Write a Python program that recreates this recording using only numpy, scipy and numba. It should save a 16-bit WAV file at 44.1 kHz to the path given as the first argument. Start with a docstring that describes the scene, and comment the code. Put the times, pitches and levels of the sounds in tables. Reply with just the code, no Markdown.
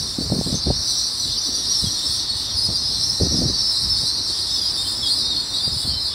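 """A station platform: a passenger train brakes along it, heard by a phone with one microphone.
Dozens of brake pads squeak at once in short wavering whistles that merge into one high squeal, over
the scrape of pads that catch no pitch; single squeaks and wandering held notes stand out.
Gusts buffet the microphone in low thumps (damped swings and airflow noise), the wheels rumble as
smooth shaped noise, and the traction gear whines faintly as three steady tones."""
import sys
import numpy as np
from scipy import signal
from scipy.fft import rfft, irfft
from scipy.io import wavfile
from scipy.ndimage import uniform_filter1d
from numba import njit

SR = 44100
rng = np.random.default_rng(int(sys.argv[2]) if len(sys.argv) > 2 else 0)


def pcm_store(signal):
    """Save signal as 16-bit PCM."""
    levels = np.round(np.clip(np.atleast_2d(signal), -1, 1) * 32767)
    wavfile.write(sys.argv[1], SR, levels.astype(np.int16).T)


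N = 270774


def undb(db):
    """Decibels to gain."""
    return 10 ** (np.asarray(db) / 20)


def unit(x):
    """Scale to an RMS of 1."""
    return x / np.sqrt(np.mean(x ** 2))


def curves(table):
    """Columns of a curve table, one value a sample."""
    s, *columns = np.transpose(table)
    return [np.interp(np.arange(N) / SR, s, column) for column in columns]


def db_at(spectrum, hz):
    """Read a spectrum table at any pitch, along a logarithmic frequency axis."""
    points, db = np.transpose(spectrum)
    return np.interp(np.log(np.maximum(hz, 1)), np.log(points), db)


def colour(x, spectrum):
    """Shape a long sound by (frequency [Hz], level [dB]) points."""
    hz = np.arange(N // 2 + 1) * SR / N
    return irfft(rfft(x) * undb(db_at(spectrum, hz)), N)


def walk(rate):
    """Random levels of RMS 1, held 1 / rate s and slewed twice."""
    k = int(SR / rate)
    steps = np.repeat(rng.standard_normal(N // k + 1), k)
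    return unit(uniform_filter1d(uniform_filter1d(steps, k), k)[:N])


THIRD_DB = -3  # third harmonic of a squeak relative to its second
# What reaches the phone of the upper partials: (frequency [Hz], relative level [dB])
OVERTONES = [(3710, -9), (6300, -13), (6670, -10.5), (7170, 1), (8720, 2.5), (9890, 0.5), (10600, -11.5),
             (11200, -10), (14500, -12), (15700, -15)]
OVERTONE_DB, UPPER_FLICKER_DB = -38.5, 1.93  # level at the start; depth of the treble flicker
RUB_DB, SIZZLE_DB = -5.5, -42  # scrape against the crowd curve; hiss before it follows the crowd


def brakes():
    """Brake pads stick and slip into a crowd of squeaks, clear notes, scraping and treble hiss."""
    slowing = np.linspace(0, 1, N) ** 2
    wobble, tremble = 1 + 0.00553 * walk(90), undb(1.72 * walk(70))
    level_db, high_db, low_db = crowd_levels()
    crowd_low, crowd_high = crowd(high_db, low_db, slowing, wobble, tremble, level_db)
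    clear_low, clear_high = clear_notes(slowing, wobble, tremble)
    partials = unit(colour(crowd_high + 0.73 * clear_high, OVERTONES))
    upper = undb(OVERTONE_DB - 2.7 * slowing) * partials
    scrape = undb(RUB_DB + level_db - 4 * slowing) * rubbing(.45 * high_db, low_db)
    hiss = undb(SIZZLE_DB + 0.2 * (level_db - level_db.mean())) * sizzle()
    treble = undb(UPPER_FLICKER_DB * walk(9)) * (upper + hiss)
    return crowd_low + clear_low + scrape + treble


# The crowd of pads before trim and flicker; only the movement of the last two columns counts:
# (time [s], level [dB], highest pads [dB], lowest pads [dB])
CROWD = [(0.0, -25, -3, -21), (0.15, -27, -8, -17.5), (1.08, -21.5, -7, -21.5), (1.13, -23.5, -14.5, -14.5),
         (1.49, -24, -7, -14), (2.17, -22.5, -14.5, -17.5), (2.5, -24.5, -10, -13),
         (2.56, -23, -12.5, -18.5), (3.25, -23, -5, -21), (3.79, -20, -12.5, -25.5),
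         (4.34, -22.5, -10.5, -15), (4.86, -24.5, -17, -11.5), (5.01, -25, -15, -21), (5.03, -25, -13, -9),
         (5.23, -21.5, -24.5, -19), (5.88, -22, -30, -15.5), (6.07, -20, -19, -23), (6.14, -25, -19, -7)]
SURGE_DB, FRINGE_DB = 0.52, 2.5  # how far the level and the two edges of the crowd flicker


def crowd_levels():
    """The edges of the crowd come and go as different bogies pass."""
    level_db, high_db, low_db = curves(CROWD)
    level_db = level_db + SURGE_DB * walk(14)
    high_db = high_db - high_db.mean() + FRINGE_DB * walk(12)
    low_db = low_db - low_db.mean() + FRINGE_DB * walk(12)
    return level_db, high_db, low_db


# How strongly the pads sing at each pitch: (frequency [Hz], relative level [dB])
PADS = [(1710, -55), (2900, -28.5), (3120, -25.5), (3260, -23.5), (3610, -9.5), (4060, -3), (4230, -0.5),
        (4960, -2.5), (5200, -5), (5430, -4.5), (6500, -27), (8450, -101), (14300, -120)]
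CROWD_PER_S, CROWD_TRIM_DB = 900, -2.5  # squeaks drawn, before some fall silent; whistles against the curve


def crowd(high_db, low_db, slowing, wobble, tremble, level_db):
    """Short random squeaks: as the discs slow, fewer pads sing but each holds its note longer."""
    chance = rng.random((int(CROWD_PER_S * N / SR), 8)).T
    s = chance[0] * (N / SR + .1) - .1
    hz = 2900 + 3600 * chance[1]
    at = np.clip(s * SR, 0, N - 1).astype(int)
    high, low = edges(hz)
    db = db_at(PADS, hz) + 3.3 * chance[2] + high * high_db[at] + low * low_db[at]
    length = (.015 + .03 * chance[5]) * (1 + .8 * slowing[at])
    db[chance[7] < .45 * slowing[at]] = -200  # ever fewer pads sing
    bend = 1 + .045 * (1 + .7 * slowing[at]) * (chance[3:5] - .5)
    phase = 2 * np.pi * chance[6]
    rows = np.transpose([s, length, hz * bend[0], hz, hz * bend[1], undb(db), phase])
    low_part, high_part = whistle(rows, wobble, tremble, undb(THIRD_DB))
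    swell = undb(level_db + CROWD_TRIM_DB) / np.std(low_part)
    return swell * low_part, swell * high_part


# Squeaks that stand out of the crowd, before their stutter:
# (time [s], length [s], pitch [Hz], level [dB])
SQUEAKS = [(0.21, 0.05, 4520, -24), (0.358, 0.11, 6150, -35), (0.521, 0.071, 6100, -26.5),
           (0.538, 0.061, 6230, -28), (0.73, 0.1, 3820, -37), (0.87, 0.055, 5970, -23),
           (0.894, 0.052, 3990, -21.5), (1.173, 0.065, 5870, -25.5), (1.225, 0.038, 3910, -22),
           (1.307, 0.041, 6070, -31), (1.354, 0.08, 5230, -27), (1.363, 0.046, 4720, -21),
           (1.366, 0.065, 5910, -30), (1.447, 0.054, 3960, -28.5), (1.506, 0.06, 5820, -29),
           (1.542, 0.054, 4650, -24), (1.554, 0.08, 5710, -28), (1.652, 0.047, 4780, -24),
           (1.695, 0.056, 5790, -20), (1.726, 0.083, 5410, -20), (1.824, 0.061, 3900, -28),
           (1.832, 0.03, 4840, -19), (1.86, 0.032, 3280, -32), (1.941, 0.033, 4320, -21),
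           (2.024, 0.051, 3670, -29), (2.04, 0.045, 5330, -23), (2.264, 0.056, 4330, -22.5),
           (2.565, 0.032, 5070, -20), (2.611, 0.036, 5120, -18), (2.636, 0.034, 4970, -13.5),
           (2.743, 0.037, 4730, -20), (2.78, 0.076, 5180, -19.5), (2.848, 0.06, 5110, -18),
           (3.002, 0.047, 5250, -16.5), (3.02, 0.081, 5420, -20), (3.083, 0.039, 5300, -17.5),
           (3.208, 0.048, 4850, -17), (3.274, 0.048, 5850, -28), (3.295, 0.036, 5280, -20),
           (3.356, 0.046, 5120, -18), (3.468, 0.051, 4910, -25), (3.525, 0.046, 4580, -22),
           (3.573, 0.063, 5380, -20.5), (3.635, 0.093, 5270, -17.5), (3.812, 0.051, 5460, -26),
           (3.896, 0.04, 5310, -17), (3.933, 0.097, 5240, -21.5), (4.183, 0.038, 4070, -22.5),
           (4.384, 0.042, 4800, -21), (4.605, 0.098, 3270, -35), (4.614, 0.067, 4450, -28),
           (4.66, 0.12, 5710, -37), (4.771, 0.066, 3650, -20.5), (4.847, 0.031, 3130, -35),
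           (5.055, 0.054, 3750, -23.5), (5.08, 0.068, 4270, -17.5), (5.165, 0.071, 3950, -22.5),
           (5.212, 0.091, 3670, -22.5), (5.301, 0.036, 3720, -18.5), (5.321, 0.069, 3460, -33),
           (5.536, 0.042, 3850, -20), (5.562, 0.063, 4260, -25), (5.608, 0.069, 4940, -29),
           (5.625, 0.062, 4710, -19), (5.764, 0.047, 4505, -27), (5.85, 0.12, 4270, -22),
           (5.874, 0.088, 5380, -30), (5.968, 0.046, 4130, -26), (5.99, 0.068, 5250, -27),
           (6.057, 0.061, 4960, -27)]
SQUEAK_BEND, SQUEAK_ARCH = .04, .022  # random tilt and lean of the ends, as shares of the pitch
CENTRE_HZ = 4900  # the ends lean towards this pitch
STUTTER_DB = 3.5  # how unevenly a clear squeak grips at speed


def clear_notes(slowing, wobble, tremble):
    """Single bent squeaks and held notes, whose grip stutters less as the train slows."""
    ends = 1 + SQUEAK_BEND * (rng.random((len(SQUEAKS), 2)) - .5)
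    ends = ends + SQUEAK_ARCH * np.sign(CENTRE_HZ - np.array(SQUEAKS)[:, 2:3])
    rows = np.array([(t, length, hz * start, hz, hz * end, undb(db), 0.)
                     for (t, length, hz, db), (start, end) in zip(SQUEAKS, ends)])
    grip = tremble * undb(STUTTER_DB * (1 - 0.45 * slowing) * (walk(110) - .5))
    return np.array(whistle(rows, wobble, grip, undb(THIRD_DB))) + held(wobble, grip)


@njit
def whistle(rows, wobble, tremble, third):
    """Each row swells, bends through three pitches and fades; fundamentals and upper partials apart."""
    low, high = np.zeros(N), np.zeros(N)
    for s, length, a, b, c, gain, phase in rows:
        i0, n = int(s * SR), int(length * SR)
        for j in range(max(0, -i0), min(n, N - i0)):
            u = j / n
            own = (i0 + j + n * 7) % N  # the length picks which stretch of wavering a squeak gets
            hz = a * (1 - u) * (1 - 2 * u) + 4 * b * u * (1 - u) + c * u * (2 * u - 1)
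            phase += 2 * np.pi * hz * wobble[own] / SR
            z = np.exp(1j * phase)  # its powers are the harmonics
            g = gain * np.sin(np.pi * u) ** .45 * tremble[own]
            low[i0 + j] += g * z.imag
            high[i0 + j] += g * ((z * z).imag + third * (z * z * z).imag)
    return low, high


# Pads that hold a wandering note as the train slows, before rounding and stutter, one curve each:
# (time [s], pitch [Hz], level [dB])
HELD = [
    [(0.66, 5780, -35), (0.84, 5800, -33), (1.07, 5800, -25.5), (1.13, 5800, -40), (1.2, 5840, -36),
     (1.3, 5900, -37), (1.48, 5830, -30), (1.64, 5650, -36), (1.72, 5770, -32), (1.8, 5800, -45),
     (1.94, 5760, -26), (2.06, 5600, -34)],
    [(4.22, 5620, -18), (4.3, 5340, -34), (4.4, 5020, -30), (4.5, 5060, -23.5), (4.56, 5280, -25.5),
     (4.605, 4880, -23), (4.66, 4880, -17), (4.71, 5240, -21), (4.8, 5285, -32), (4.875, 5040, -21),
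     (4.95, 5130, -26), (5.03, 5270, -20.5), (5.08, 4760, -21), (5.13, 4870, -27), (5.17, 5110, -21),
     (5.24, 5170, -28), (5.29, 4830, -32)],
    [(5.15, 5770, -35), (5.23, 5770, -28), (5.32, 5850, -36), (5.45, 5840, -40), (5.54, 5780, -32.5),
     (5.63, 5720, -40), (5.86, 5780, -40)],
    [(5.015, 3540, -22), (5.045, 3330, -26), (5.085, 3350, -25), (5.115, 3540, -26)],
    [(5.2, 4240, -28), (5.26, 4060, -29), (5.34, 4230, -28), (5.42, 4420, -14)],
    [(5.49, 3700, -25), (5.56, 3580, -28), (5.6, 3160, -41)],
    [(5.59, 3510, -19), (5.64, 3630, -30), (5.73, 3740, -35)],
    [(5.66, 4840, -23), (5.7, 5090, -37), (5.75, 5110, -22), (5.84, 4980, -24)],
    [(5.87, 3550, -37), (5.93, 3090, -34), (6.0, 3100, -37)],
    [(6.06, 3700, -36), (6.1, 3480, -35), (6.14, 3440, -29)],
]
HELD_FADE_S = 0.018


def held(wobble, grip):
    """Each held note follows its curve, rounded at the corners; fundamentals and upper partials apart."""
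    t, low, high = np.arange(N) / SR, 0, 0
    for k, note in enumerate(HELD):
        hz, db = (uniform_filter1d(c, int(HELD_FADE_S * SR)) for c in curves(note))
        on = np.clip(np.minimum(t - note[0][0], note[-1][0] - t) / HELD_FADE_S, 0, 1)
        shift = k * SR // 3  # so that the notes do not waver together
        gain = on * undb(db) * np.roll(grip, shift) ** 1.15
        phase = 2 * np.pi * np.cumsum(hz * np.roll(wobble, shift)) / SR
        low = low + gain * np.sin(phase)
        high = high + gain * (np.sin(2 * phase) + undb(THIRD_DB) * np.sin(3 * phase))
    return np.array([low, high])


def edges(hz):
    """How much a pitch belongs to the highest and to the lowest pads, 0-1."""
    return np.clip((hz - 5250) / 250, 0, 1), np.clip((3900 - hz) / 250, 0, 1)


def rubbing(high_db, low_db):
    """Pads that scrape without catching a pitch: noise in the same band, with moving edges."""
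    noise = rfft(unit(colour(rng.standard_normal(N), PADS)))
    high, low = edges(np.arange(len(noise)) * SR / N)
    middle = irfft(noise * (1 - high - low), N)
    return middle + undb(high_db) * irfft(noise * high, N) + undb(low_db) * irfft(noise * low, N)


def sizzle():
    """The scrape above the whistles flickers quickly, band by band."""
    hz, out = np.arange(N // 2 + 1) * SR / N, 0
    noise = rfft(colour(rng.standard_normal(N), OVERTONES))
    shared_db = 1.5 * walk(12)
    for centre in np.arange(6000, 16600, 600):
        band = irfft(noise * np.clip(1 - abs(hz - centre) / 600, 0, 1), N)
        out = out + undb(shared_db + 3.5 * walk(30)) * band
    return unit(out)


STATION_T60_S, STATION_DB = .2, -14  # echo decay time; echo level against the direct sound


def station(x):
    """Short diffuse echo from coach sides, track bed and platform: decaying noise after 6 ms."""
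    t = np.arange(SR // 2) / SR
    tail = rng.standard_normal(len(t)) * undb(-60 * t / STATION_T60_S) * (t > .006)
    return x + undb(STATION_DB) * signal.fftconvolve(x, tail / np.linalg.norm(tail))[:N]


def wind():
    """Eddies and airflow together, without the slowest swings or the treble."""
    wind_band = signal.butter(3, [38, 1800], "bandpass", fs=SR, output="sos")
    return signal.sosfilt(wind_band, buffets() + gust())


# Buffets on the microphone, before the band limit: (time [s], level [dB], eddy frequency [Hz], sharp edge
# relative to level [dB])
BUFFETS = [(0.185, -11, 245, -12), (0.207, -21, 151, -8), (0.22, -20, 340, -19), (0.257, -30, 126, -23),
           (0.296, -19.5, 99.6, 0), (0.317, -9.5, 163, -0.5), (0.334, -13, 235, -20),
           (0.364, -13, 185, -15), (0.388, -10.5, 187, -20), (0.407, -21.5, 119, 8.5),
           (0.461, -16.5, 162, -10), (0.472, -16.5, 320, -12), (0.525, -10.5, 221, -15),
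           (0.538, -20, 147, 3.5), (0.551, -16, 220, -25), (0.665, -19, 125, 1), (0.681, -18, 78, -10),
           (0.698, -14.5, 133, 7), (0.704, -13.5, 204, 2), (0.734, -42, 59.2, -34), (1.839, -15, 192, -34),
           (1.868, -22, 115, -23), (2.351, -25.5, 104, -30), (2.543, -23.5, 72.7, -50),
           (2.686, -19, 168, -3.5), (2.699, -21.5, 80, -1.5), (3.197, -20.5, 64, 5.5),
           (3.215, -11, 110, -25), (3.228, -10, 150, -9), (3.248, -17, 180, -19), (3.267, -13.5, 260, -9),
           (3.32, -24, 137, -20), (3.343, -13.5, 144, -8), (3.368, -17, 215, -9), (3.388, -13, 230, -12),
           (3.414, -15, 229, -5), (3.435, -16, 240, -5), (3.455, -17, 116, -17), (3.478, -25, 56.5, -30),
           (3.504, -26, 178, -20), (3.53, -28, 150, -15), (4.031, -25, 150, -4), (5.673, -23.5, 150, 1),
           (5.718, -21.5, 75, -9), (5.761, -23, 116, -10), (5.847, -24, 122, -8), (5.874, -23, 228, -12),
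           (5.886, -23.5, 90.5, -15), (5.934, -31, 121, -6)]


def buffets(turns=0.49, edge_s=0.00064, late_s=0.00577, body_db=-1):
    """Each eddy is one or two slack swings of pressure with a sharp snap near the front."""
    out, t = np.zeros(N + SR), np.arange(SR // 10) / SR
    chance = rng.random((len(BUFFETS), 3))
    for (s, db, hz, edge_db), (sign, phase, pitch) in zip(BUFFETS, chance):
        u = t * hz / turns
        envelope = np.sign(sign - .5) * np.e * u * np.exp(-u)
        swing = envelope * np.sin(2 * np.pi * hz * t * (1 - 2.0 * t))  # slackens in pitch
        snap = np.tanh(t / edge_s) * np.exp(-((t - late_s) / edge_s) ** 2 / 2)
        edge = snap * np.sin(2 * np.pi * ((400 + 200 * pitch) * t + phase))
        i0 = int(s * SR)
        out[i0:i0 + len(t)] += undb(db) * (undb(body_db) * swing + undb(edge_db) * edge)
    return out[:N]


# Gusts over the port, before puffs and band limit: (start [s], hold [s], airflow level [dB], flutter relative
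# to airflow [dB])
GUSTS = [(0.0, 0.044, -33.5, -7), (0.208, 0.069, -28, -8), (0.317, .095, -27, 6.5), (0.462, .11, -29, -1.5),
         (0.666, 0.048, -21.5, 3), (0.73, 0.079, -34, -30), (1.192, 0.12, -33.5, -19),
         (1.245, 0.48, -60, 16.5), (1.827, 0.045, -29, -10), (2.69, 0.061, -31, -8),
         (2.81, 0.32, -36.5, -12), (3.212, 0.058, -21.5, 0.5), (3.31, 0.19, -25, -1.5),
         (3.613, 0.029, -35, -17), (3.814, 0.1, -30.5, -21), (4.0, 0.4, -51, -4), (4.909, 0.52, -60, 14.5),
         (5.667, 0.025, -35.5, 3.5), (5.72, 0.034, -44, -2), (5.845, 0.11, -35.5, -8)]
GUST_RISE_S, GUST_FALL_S, CALM_DB, CALM_FLUTTER_DB = 0.012, 0.026, -38.5, -46


def gust():
    """Low airflow noise rises, holds and dies with each gust; its flutter comes in uneven puffs."""
    t = np.arange(N) / SR
    air_gain, flutter_gain = undb(CALM_DB), undb(CALM_FLUTTER_DB)
    for s, hold, db, flutter_db in GUSTS:
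        ramp = np.minimum((t - s) / GUST_RISE_S, (s + hold - t) / GUST_FALL_S)
        shape = np.exp(np.minimum(0, ramp))
        air_gain = air_gain + undb(db) * shape
        flutter_gain = flutter_gain + undb(db + flutter_db) * shape ** 4
    # both spectra: (frequency [Hz], relative level [dB])
    air_spectrum = [(15, -37), (40, -6.0), (70, 1), (130, -5.0), (220, -13.5), (500, -45.0)]
    flutter_spectrum = [(120, -36), (230, 8.5), (500, -2.5), (800, -19), (1400, -36.5)]
    air = unit(colour(rng.standard_normal(N), air_spectrum))
    flutter = unit(colour(rng.standard_normal(N), flutter_spectrum))
    air = undb(-4.0 + 2.0 * walk(17)) * air_gain * air
    return air + undb(-6.0 + 4.6 * walk(40)) * flutter_gain * flutter


# Spectrum of wheels, fans and far traffic: (frequency [Hz], relative density [dB per Hz])
ROLL = [(15, -45), (30, -8.5), (75, -5.5), (169, -15.5), (307, -11), (450, -18), (1060, -14.5),
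        (1600, -20.5), (2720, -26), (6500, -50), (15700, -76)]
ROLL_DB = -41  # RMS level around which it swells


def rolling():
    """Wheels, fans and far traffic: smooth noise that swells a little as the train draws past."""
    swell_db = np.linspace(-.6, .6, N) + .5 * walk(3.0)
    return undb(ROLL_DB + swell_db) * unit(colour(rng.standard_normal(N), ROLL))


# RMS level of the traction whine: (time [s], level [dB])
WHINE = [(0.0, -66), (0.73, -63), (1.35, -68), (1.59, -55), (2.62, -58), (2.75, -66), (3.21, -52),
         (4.1, -59), (4.24, -69), (4.33, -56), (5.01, -60), (5.68, -59), (5.75, -68), (6.14, -62)]
# Sidebands at twice the mains, before wavering: (offset from the whine [Hz], level [dB])
SIDE_TONES = [(-100, -65), (100, -67)]
WHINE_HZ = 1849


def traction():
    """The traction gear's thin whine: a steady sine with a wavering sideband on each side."""
    def tone(hz):
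        """Sine of RMS 1."""
        return np.sqrt(2) * np.sin(2 * np.pi * hz * np.arange(N) / SR)

    db, = curves(WHINE)
    sides = sum(undb(side_db + 3 * walk(1.5)) * tone(WHINE_HZ + offset) for offset, side_db in SIDE_TONES)
    return undb(db) * tone(WHINE_HZ) + sides


def scene():
    """Only the brakes carry the station echo; both channels are the same."""
    mono = station(brakes()) + wind() + rolling() + traction()
    return np.array([mono, mono])


def record(dry):
    """The phone cuts the top, steeply above 15780 Hz."""
    return signal.sosfilt(signal.ellip(16, .2, 70, 15780, fs=SR, output="sos"), dry)


dry = scene()
out = record(dry)
pcm_store(out)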